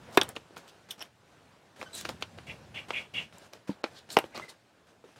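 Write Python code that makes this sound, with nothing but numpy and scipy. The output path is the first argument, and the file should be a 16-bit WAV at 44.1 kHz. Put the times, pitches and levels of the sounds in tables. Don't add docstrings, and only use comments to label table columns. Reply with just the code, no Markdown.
import sys
import numpy as np
from scipy import signal
from scipy.fft import rfft, irfft, next_fast_len
from scipy.io import wavfile
from scipy.ndimage import uniform_filter1d, map_coordinates

SR = 44100
rng = np.random.default_rng(int(sys.argv[2]) if len(sys.argv) > 2 else 0)


def persist_wave(psi):
    counts = np.round(np.clip(psi, -1, 1) * 32767).astype(np.int16)
    wavfile.write(sys.argv[1], SR, np.atleast_2d(counts).T)


def ratio(d):
    e = np.asarray(d, float) / 20
    return 10 ** e


N = 229011
T = np.arange(N) / SR

# time [s], level [dB].
YARD_LEVEL = [(0.0, -57), (0.2, -48.5), (0.35, -63), (0.66, -58.5), (1.1, -67.5), (1.33, -62),
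              (1.81, -63.5), (2.01, -53.5), (2.2, -59), (2.82, -58), (3.18, -61.5), (3.48, -66.5),
              (3.76, -62), (3.98, -63), (4.29, -62.5), (4.36, -57.5), (4.58, -66), (5.19, -66.5)]
# time [s], level [dB].
AIR_LEVEL = [(0.0, -60), (0.2, -62), (0.98, -75), (1.31, -71.5), (1.47, -66), (1.65, -75.5), (1.9, -64),
             (2.14, -55.5), (2.27, -61), (2.57, -59), (2.88, -63), (3.08, -68), (3.21, -58), (3.35, -68),
             (3.48, -70), (3.63, -76), (3.87, -69), (4.4, -66.5), (4.58, -77), (4.83, -76.5), (5.19, -70.5)]
# start [s], time held [s], lift [dB].
OPENINGS = [(0.173, 0.077, 10.5), (0.283, 0.022, 12.5), (0.353, 0.013, 16.5), (0.562, 0.021, 13.5),
            (0.887, 0.038, 12.5), (0.979, 0.08, 11.5), (1.76, 0.044, 9.5), (1.793, 0.039, 15.5),
            (1.93, 0.054, 4.5), (2.048, 0.0079, 14.5), (2.087, 0.013, 16.5), (2.209, 0.017, 10),
            (2.376, 0.0056, 7.5), (2.466, 0.062, 8), (2.744, 0.054, 9), (2.883, 0.13, 12),
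            (3.137, 0.093, 14.5), (3.326, 0.13, 9.5), (3.415, 0.049, 12), (3.527, 0.03, 12),
            (3.673, 0.033, 16), (3.836, 0.045, 11), (3.909, 0.073, 8), (4.089, 0.17, 13),
            (4.345, 0.042, 14), (4.39, 0.063, 10.5), (4.483, 0.036, 10), (4.869, 0.035, 5.5),
            (5.04, 0.09, 6), (5.16, 0.036, 10.5)]
# start [s], length [s], change [dB].
HISS_DUCKS = [
    (0.155, .014, -16),
    (3.822, .012, -18),
    (4.149, .015, -10),
]
# centre [s], change [dB].
HISS_SWINGS = [
    (0.199, -12.5),
    (2.0, 7),
    (3.78, -3),
    (4.241, -2.5),
]
# frequency [Hz], density [dB per Hz].
RUMBLE_SPECTRUM = [(20, -40), (40, -15.5), (70, -1.5), (110, 3), (200, -1.5), (320, -10.5), (520, -32.5),
                   (880, -120)]
# frequency [Hz], density [dB per Hz].
MURMUR_SPECTRUM = [(88, -25), (170, -7.5), (300, -6), (550, -4.5), (1500, -12), (4000, -24), (5200, -53.5),
                   (8800, -120)]
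# frequency [Hz], density [dB per Hz].
HISS_SPECTRUM = [(880, -31.5), (1500, -1.5), (2030, -7.5), (2480, -4.5), (4760, -7.5), (8770, -14),
                 (14600, -26.5), (16500, -28.5)]
# frequency [Hz], time to fall 60 dB [s].
WOODPILE_DECAY = [(200, 0.02), (600, 0.14), (1500, 0.13), (4000, 0.086), (12000, 0.091)]
# peak time [s], fall [s], level [dB], centre [Hz], width [Hz].
SLEEVE_RUSTLES = [(0.146, 0.023, -52.5, 4400, 4940), (0.365, 0.0031, -54, 4160, 3350),
                  (0.69, 0.019, -57, 3480, 2500), (0.922, 0.0068, -56, 2920, 400),
                  (1.019, 0.0087, -45, 5440, 350), (1.018, 0.013, -47.5, 1350, 2250),
                  (1.98, 0.041, -47.5, 3700, 1389), (1.979, 0.036, -45.5, 7100, 2960),
                  (1.97, 0.013, -60, 12600, 2500), (3.716, 0.018, -60, 4250, 740),
                  (3.975, 0.029, -53.5, 3800, 1470), (3.985, 0.007, -60.5, 7970, 3030),
                  (4.126, 0.025, -45.5, 4230, 1500), (4.128, 0.024, -48, 7850, 1990),
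                  (4.13, .022, -55, 11500, 3990), (4.36, 0.0085, -43.5, 4200, 900),
                  (4.365, 0.033, -49.5, 2300, 540), (4.497, 0.012, -49, 4180, 1490),
                  (4.498, 0.0114, -54.5, 8400, 2500)]
# peak time [s], fall [s],
# level [dB], centre [Hz], width [Hz].
FINGER_FLICKS = [
    (0.573, 0.0096, -61, 6389, 5600),
    (0.9088, 0.0058, -34.5, 3300, 556),
    (0.909, 0.018, -48.5, 5540, 600),
    (0.909, 0.011, -47.5, 12500, 2405),
    (0.909, 0.0092, -47, 9100, 1100),
    (4.103, 0.0041, -36, 4180, 1513),
]
# time [s], grip level [dB], pitch of the slips [Hz].
CAP_TWISTS = [
    [(2.46, -75, 2540), (2.474, -51.5, 2480), (2.508, -38, 2430), (2.546, -67, 2500), (2.57, -61, 2550)],
    [(2.74, -49, 2940), (2.75, -42, 3080), (2.788, -36, 2420), (2.806, -50, 2540), (2.86, -66, 2920)],
    [(2.925, -65, 2580), (2.935, -42, 2540), (2.983, -30.5, 2350), (3.001, -45.5, 2430), (3.047, -55, 2590),
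     (3.08, -66, 2500)],
    [(3.135, -57, 2740), (3.145, -36.5, 2640), (3.169, -37.5, 2650), (3.185, -31.5, 2700),
     (3.31, -76, 2670)],
]
# frequency [Hz], width [Hz].
CAP_RESONANCES = [(2300, 350), (2780, 256), (3340, 96)]
# start [s], length [s], pitch [Hz], level [dB], overtone step [dB].
STICK_SQUEAKS = [
    (1.851, 0.038, 1540, -50, -6.5),
    (1.89, 0.037, 1513, -61, -15),
    (1.929, 0.033, 3980, -43, -5),
    (1.958, 0.036, 4000, -50, -9),
    (2.0, .014, 3900, -53, -12),
    (4.323, 0.015, 1600, -57, -24),
    (4.419, 0.027, 2070, -41, -32),
    (4.477, 0.022, 2040, -50, -26),
]
# start [s], level [dB].
CAP_CHIRPS = [
    (2.934, -39),
    (3.136, -49),
]
# frequency [Hz], level [dB], time to fall 60 dB [s].
BUCKET_MODES = [(252, -5, 0.031), (324, -3.5, 0.051), (404, 1.5, 0.016), (520, 0, 0.02), (613, -4.5, 0.033),
                (764, -3, 0.018), (900, 0, 0.016), (1102, 2.5, 0.011), (1230, -3.5, 0.015)]
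# time [s], bucket [dB], shell [dB], snap [dB], shell ring [Hz].
FULL_BLOWS = [(0.1496, -41.5, -42, -35, 2950), (0.1745, -18, -9.5, -13, 3550), (0.1767, -21, -8, -26, 2160),
              (0.2145, -26.5, -21, -22, 3600), (0.2178, -23.5, -17.5, -30, 2980),
              (1.0153, -37, -37, -46, 2770), (1.0246, -42, -34, -41, 3020),
              (1.8144, -37.5, -28.5, -39.5, 2390), (1.8283, -31.5, -34, -35, 1220),
              (2.0915, -29.5, -22, -29, 3900), (2.0973, -29, -46, -45, 1230),
              (2.2246, -28.5, -22, -27.5, 3360), (3.5347, -44.5, -36, -38.5, 3800),
              (4.1039, -48, -36, -37, 4000), (4.1694, -16, -9.5, -12.5, 2660),
              (4.172, -24.5, -25, -33, 2016), (4.1755, -25.5, -38.5, -24.5, 1304),
              (4.182, -23, -28, -37.5, 1300), (4.1884, -19, -15, -27, 2840), (4.377, -34, -33, -29, 1250)]
# time [s], bucket [dB], shell [dB], shell ring [Hz],
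# wall tilt [dB per octave].
DULL_KNOCKS = [(0.181, -22.5, -18.5, 2220, -12), (0.3642, -35.5, -25.5, 3350, -5),
               (0.3682, -30.5, -28, 1290, -5.5), (0.5074, -43, -57, 3340, -6.5),
               (0.5686, -36, -33, 1325, 5), (1.008, -47, -39.5, 2980, .1), (1.8185, -33, -31.5, 1250, -1),
               (1.9088, -51, -47, 1590, .1), (2.053, -29, -21.5, 2480, -2.5), (2.2275, -40, -42, 3740, -6),
               (2.3867, -37.5, -34.5, 1710, -2), (2.9064, -22.5, -21, 2650, 2.5),
               (3.3259, -49, -46.5, 2760, 0), (3.836, -42, -43.5, 1310, -1),
               (3.8409, -17.5, -18.5, 4300, -2.5), (3.8447, -30.5, -24.5, 2300, -2),
               (3.863, -38, -42, 2400, 0), (4.167, -30.5, -34, 1300, 0), (4.1934, -29, -24, 2374, 3),
               (4.2415, -29, -33.5, 2270, -5.5), (4.3979, -29.5, -34, 1220, 6),
               (5.0406, -45.5, -63, 1230, 0.5), (5.091, -48, -57.5, 2430, 0), (5.161, -61, -48.5, 1690, -3)]
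# time [s], shell [dB], snap [dB], snap ring [Hz].
CREASE_TICKS = [(0.1117, -55, -48, 8750), (0.1732, -28, -12, 9240), (0.2334, -29.5, -23.5, 8960),
                (0.291, -41, -25, 9200), (0.5791, -56, -39, 6600), (0.6799, -49, -44, 7800),
                (0.9096, -50, -32, 5300), (0.9138, -44, -30, 5550), (0.9942, -49, -43, 7800),
                (1.0247, -50, -32, 10900), (1.9515, -44, -25, 9600), (2.0122, -36, -26, 6400),
                (2.2103, -51, -43, 9400), (3.3843, -56, -37, 7600), (3.5341, -62, -44, 14500),
                (4.1883, -28, -18.5, 9160)]
# start [s], level [dB], pitch [Hz], time to fall 60 dB [s].
SOFT_THUDS = [(3.6931, -21, 201, 0.06), (3.6932, -18.5, 290, 0.04), (3.6935, -28, 490, 0.035),
              (3.6933, -33, 938, 0.03), (3.6933, -37, 710, 0.022), (3.7033, -31, 250, 0.027),
              (3.713, -38.5, 200, 0.045), (3.713, -41, 900, .03), (3.674, -47, 470, .02),
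              (5.041, -42.5, 473, 0.039), (5.052, -43, 384, 0.047)]
# start [s], level [dB], pitch [Hz],
# time to fall 60 dB [s].
CLEAN_RINGS = [(0.1738, -3, 980, 0.0096), (0.1739, -7, 743, .024), (0.1745, -17, 270, .03),
               (0.1755, -5, 407, .03), (0.1745, -10.5, 3560, 0.017), (0.1748, -21, 5720, .014),
               (0.176, -16.5, 1460, 0.027), (0.176, -15.5, 1685, .035), (0.179, -22, 2120, .025),
               (0.177, -21, 2500, 0.03), (0.1725, -20, 3000, .008), (0.9078, -33, 3400, .014),
               (0.2141, -2, 3500, .0045), (0.2141, -10, 4500, .004), (1.015, -30, 2700, .006),
               (1.0268, -38, 12500, .008), (0.2141, -12.5, 5550, .006), (0.2141, -21, 8900, .006),
               (0.2178, -14.5, 1480, 0.0095), (0.2178, -16.5, 3200, .012), (0.2328, -29, 3835, 0.0074),
               (0.9938, -41, 5600, .012), (1.006, -38, 5500, .015), (1.0193, -37, 3300, .01),
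               (1.0193, -40, 800, .01), (1.0243, -21, 3010, .005), (1.0243, -36, 800, .01),
               (4.169, -2, 898, .009), (4.1688, -8.5, 2740, 0.0069), (4.17, -9.5, 435, .035),
               (4.1692, -17, 1500, .01), (4.1692, -26, 8800, .006), (4.17, -19, 270, .03),
               (4.1698, -14.5, 646, .035), (4.167, -26, 900, .01), (4.1715, -19.5, 1920, .02),
               (4.1755, -22, 1050, 0.017), (4.1872, -28, 5900, .008)]


def unit(x):
    return x / np.sqrt(np.mean(x ** 2) + 1e-20)


def peak(x):
    return x / np.abs(x).max()


def along(points, hz):
    f, v = np.transpose(points)
    return np.interp(np.log(hz + 1), np.log(f + 1), v)


def filtered(x, response):
    m = next_fast_len(len(x) + 8192)
    return irfft(rfft(x, m) * response(np.fft.rfftfreq(m, 1 / SR)), m)[:len(x)]


def resonance(centre_hz, width_hz):
    return lambda f: 1j * f * width_hz / (centre_hz ** 2 - f * f + 1j * f * width_hz)


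def low_cut(corner_hz, order):
    return lambda f: (1j * f / (corner_hz + 1j * f)) ** order


def wobble(rate, n=N):
    return map_coordinates(rng.standard_normal(int(n * rate / SR) + 4), [np.arange(n) * rate / SR])


def add(out, s, x):
    part = out[round(s * SR):][:len(x)]
    part += x[:len(part)]


def rush(spectrum, patchy_db):
    z = signal.stft(rng.standard_normal(N + SR // 10), nperseg=512)[2]
    field = uniform_filter1d(rng.standard_normal(z.shape), 6, 0)
    field = uniform_filter1d(field, 8, 1)
    x = signal.istft(z * ratio(patchy_db * unit(field)), nperseg=512)[1][:N]
    return unit(filtered(x, lambda hz: ratio(along(spectrum, hz))))


def suppressor_lift():
    lift = np.zeros(N)
    for start, held, db in OPENINGS:
        opening = np.clip((T - start) / 0.0013, 0, 1)
        closing = np.exp(-np.clip(T - start - held, 0, None) / 0.028)
        lift = np.maximum(lift, db * opening * closing)
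    return lift


def yard():
    mean_hiss_db, hiss_follows, swing_s = -68, 0.9, 0.063
    lift = suppressor_lift()
    air_db = np.interp(T, *np.transpose(AIR_LEVEL))
    murmur_db = np.interp(T, *np.transpose(YARD_LEVEL))
    hiss_db = mean_hiss_db + hiss_follows * (murmur_db - murmur_db.mean())
    for s, db in HISS_SWINGS:
        hiss_db = hiss_db + db * np.exp(-np.abs(T - s) / swing_s)
    for start, length, db in HISS_DUCKS:
        hiss_db = hiss_db + db * ((T > start) & (T < start + length))
    rumble = ratio(air_db + 4.5 + 0.28 * lift) * rush(RUMBLE_SPECTRUM, patchy_db=2.2)
    murmur = ratio(murmur_db + 0.76 * lift + 0.56 * wobble(20)) * rush(MURMUR_SPECTRUM, patchy_db=1.5)
    hiss = ratio(hiss_db + 0.96 * lift) * rush(HISS_SPECTRUM, patchy_db=1.5)
    steady = ratio(-89.5) * rush([(7000, -30.5), (12000, -2.5), (16000, 2.5)], patchy_db=2.0)
    return rumble + murmur + hiss + steady


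def woodpile(x):
    out, step = np.zeros(N), SR * 3 // 10
    for i in range(0, N, step):
        hz, t, z = signal.stft(rng.standard_normal(SR // 4), SR, nperseg=128)
        decay = ratio(-60 * t / along(WOODPILE_DECAY, hz)[:, None])
        tail = signal.istft(z * decay, SR, nperseg=128)[1]
        answer = signal.fftconvolve(x[i:i + step], tail / np.linalg.norm(tail))
        add(out, i / SR + 0.0022, answer)
    return out


def rubs(rows, rise_over_fall):
    out, t = np.zeros(N), T[:SR // 4] - 0.1
    for s, fall, db, hz, width_hz in rows:
        grains = rng.standard_normal(len(t)) * ratio(1.5 * wobble(350, len(t)))
        swell = np.exp(-(t / np.where(t < 0, rise_over_fall * fall, fall)) ** 2)
        body = resonance(hz, 1.5 * width_hz)
        add(out, s - 0.1, ratio(db) * swell * unit(filtered(grains, lambda f: body(f) ** 2)))
    return out


def rustles():
    return rubs(SLEEVE_RUSTLES, rise_over_fall=0.85) + rubs(FINGER_FLICKS, rise_over_fall=0.21)


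def cap():
    spread_hz, floor_db = 440, -11.5
    out = np.zeros(N)
    for rows in CAP_TWISTS:
        s, grip_db, slip_hz = np.transpose(rows)
        share_db = np.array([np.maximum(-9 * ((slip_hz - hz) / spread_hz) ** 2, floor_db)
                             for hz, _ in CAP_RESONANCES])
        levels = grip_db + share_db - 10 * np.log10(np.sum(ratio(share_db) ** 2, axis=0))
        t = s[0] + T[:round((s[-1] - s[0]) * SR)]
        for (hz, width_hz), db in zip(CAP_RESONANCES, levels):
            clumped = rng.standard_normal(len(t)) * ratio(2.1 * wobble(192.5, len(t)))
            body = resonance(hz, 1.5 * width_hz)
            ring = unit(filtered(clumped, lambda f: body(f) ** 2))
            add(out, s[0], ratio(np.interp(t, s, db)) * ring * signal.windows.tukey(len(t), 0.1))
    return out


def squeak(length, start_hz, end_hz, db, step_db):
    n = round(length * SR)
    pitch_shake = wobble(1570, SR // 8)[:n]
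    level_shake = wobble(276, SR // 8)[:n]
    rough = 0.033 * (start_hz / 4000) ** 2
    pitch = np.linspace(start_hz, end_hz, n) * (1 + rough * pitch_shake)
    phase = 2 * np.pi * np.cumsum(pitch) / SR
    tone = np.zeros(n)
    for k in range(5):
        if (k + 1) * start_hz < 13000:
            tone += ratio(k * step_db - 6 * (k == 2)) * np.sin((k + 1) * phase)
    edges = np.clip(0.9 - start_hz / 6000, 0.1, 1)
    return ratio(db + 2.6 * level_shake) * tone * signal.windows.tukey(n, edges)


def squeaks():
    out = np.zeros(N)
    for s, length, hz, db, step_db in STICK_SQUEAKS:
        add(out, s, squeak(length, hz, 0.985 * hz, db, step_db))
    for s, db in CAP_CHIRPS:
        add(out, s, squeak(0.0141, 2120, 3020, db, step_db=-30))
    return out


def contacts():
    snap_hz, tilt = 5300, 0.5
    blows = [(*row, snap_hz, tilt) for row in FULL_BLOWS]
    dull = [(s, wall, shell, shell - 23.5, hz, snap_hz, own_tilt)
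            for s, wall, shell, hz, own_tilt in DULL_KNOCKS]
    ticks = [(s, shell - 10, shell, snap, 3200, hz, tilt) for s, shell, snap, hz in CREASE_TICKS]
    return blows + dull + ticks


def bucket_wall(t, press, tilt):
    wall = np.zeros(len(t))
    for k, (hz, level, t60) in enumerate(BUCKET_MODES):
        level_draw, pitch_draw = rng.standard_normal(2)
        db = level + tilt * np.log2(hz / 550) + 2.4 * level_draw - 60 * t / t60
        wall += ratio(db) * np.sin(2 * np.pi * hz * (1 + 0.036 * pitch_draw) * t) * (-1) ** (k // 3)
    return filtered(press * wall, low_cut(200, 4))


def bottle_shell(t, press, blow, ring_hz):
    chatter = 0.66 * ratio(-60 * t / 0.0087) + 0.12 * ratio(-60 * t / 0.041)
    contact = blow + rng.standard_normal(len(t)) * press * chatter
    ring, broad, body = resonance(ring_hz, 0.3 * ring_hz), resonance(2300, 2500), resonance(2400, 5000)
    return filtered(contact, lambda f: (ring(f) + 0.5 * broad(f)) * body(f) ** 3)


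def plastic_snap(t, press, blow, snap_hz):
    click = 2.1 * blow ** 4 + rng.standard_normal(len(t)) * press * ratio(-60 * t / 0.0082)
    edge, air = resonance(snap_hz, 2500), resonance(11000, 7000)
    return filtered(click, lambda f: edge(f) ** 2 + 0.72 * (snap_hz / 9000) ** 2 * air(f) ** 2)


def decaying_tones(rows, rise_s, shortest_s):
    out, t = np.zeros(N), T[:SR // 8]
    for s, db, hz, t60 in rows:
        fade = ratio(db - 60 * t / np.clip(t60, shortest_s, 0.07))
        add(out, s, -fade * np.sin(2 * np.pi * hz * t) * (1 - np.exp(-t / rise_s)))
    return out


def knocks():
    out, t = np.zeros(N), T[:SR // 8]
    press = 1 - np.exp(-(t / 0.00037) ** 2)
    blow = np.exp(-((t - 0.0006) / 0.00004) ** 2)
    for s, bucket_db, shell_db, snap_db, ring_hz, snap_hz, tilt in contacts():
        wall = ratio(bucket_db) * peak(bucket_wall(t, press, tilt))
        shell = ratio(shell_db) * peak(bottle_shell(t, press, blow, ring_hz))
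        snap = ratio(snap_db - 3.0) * peak(plastic_snap(t, press, blow, snap_hz))
        add(out, s - 0.0009, wall + shell + snap)
    thuds = decaying_tones(SOFT_THUDS, rise_s=0.00095, shortest_s=0.01)
    rings = decaying_tones(CLEAN_RINGS, rise_s=0.00029, shortest_s=0.003)
    return out + filtered(rings, low_cut(120, 3)) + filtered(thuds, low_cut(80, 2))


def scene():
    far = yard()
    hands, squeal, hits = rustles() + cap(), squeaks(), knocks()
    answer = woodpile(ratio(-13.5) * hits + ratio(-8.0) * hands + ratio(-10) * squeal)
    return (hits + hands + squeal + answer + far)[None]


def band_limit(x):
    return signal.sosfilt(signal.butter(12, 16970, fs=SR, output="sos"), x)


def record(dry):
    top_hz = 15800
    heard = dry[0] / (1 + np.abs(dry[0] / 0.93) ** 6) ** (1 / 6)
    heard = filtered(heard, lambda f: low_cut(60, 1)(f) / np.sqrt(1 + (f / top_hz) ** 140))
    return band_limit(heard[None])


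dry = scene()
out = record(dry)
persist_wave(out)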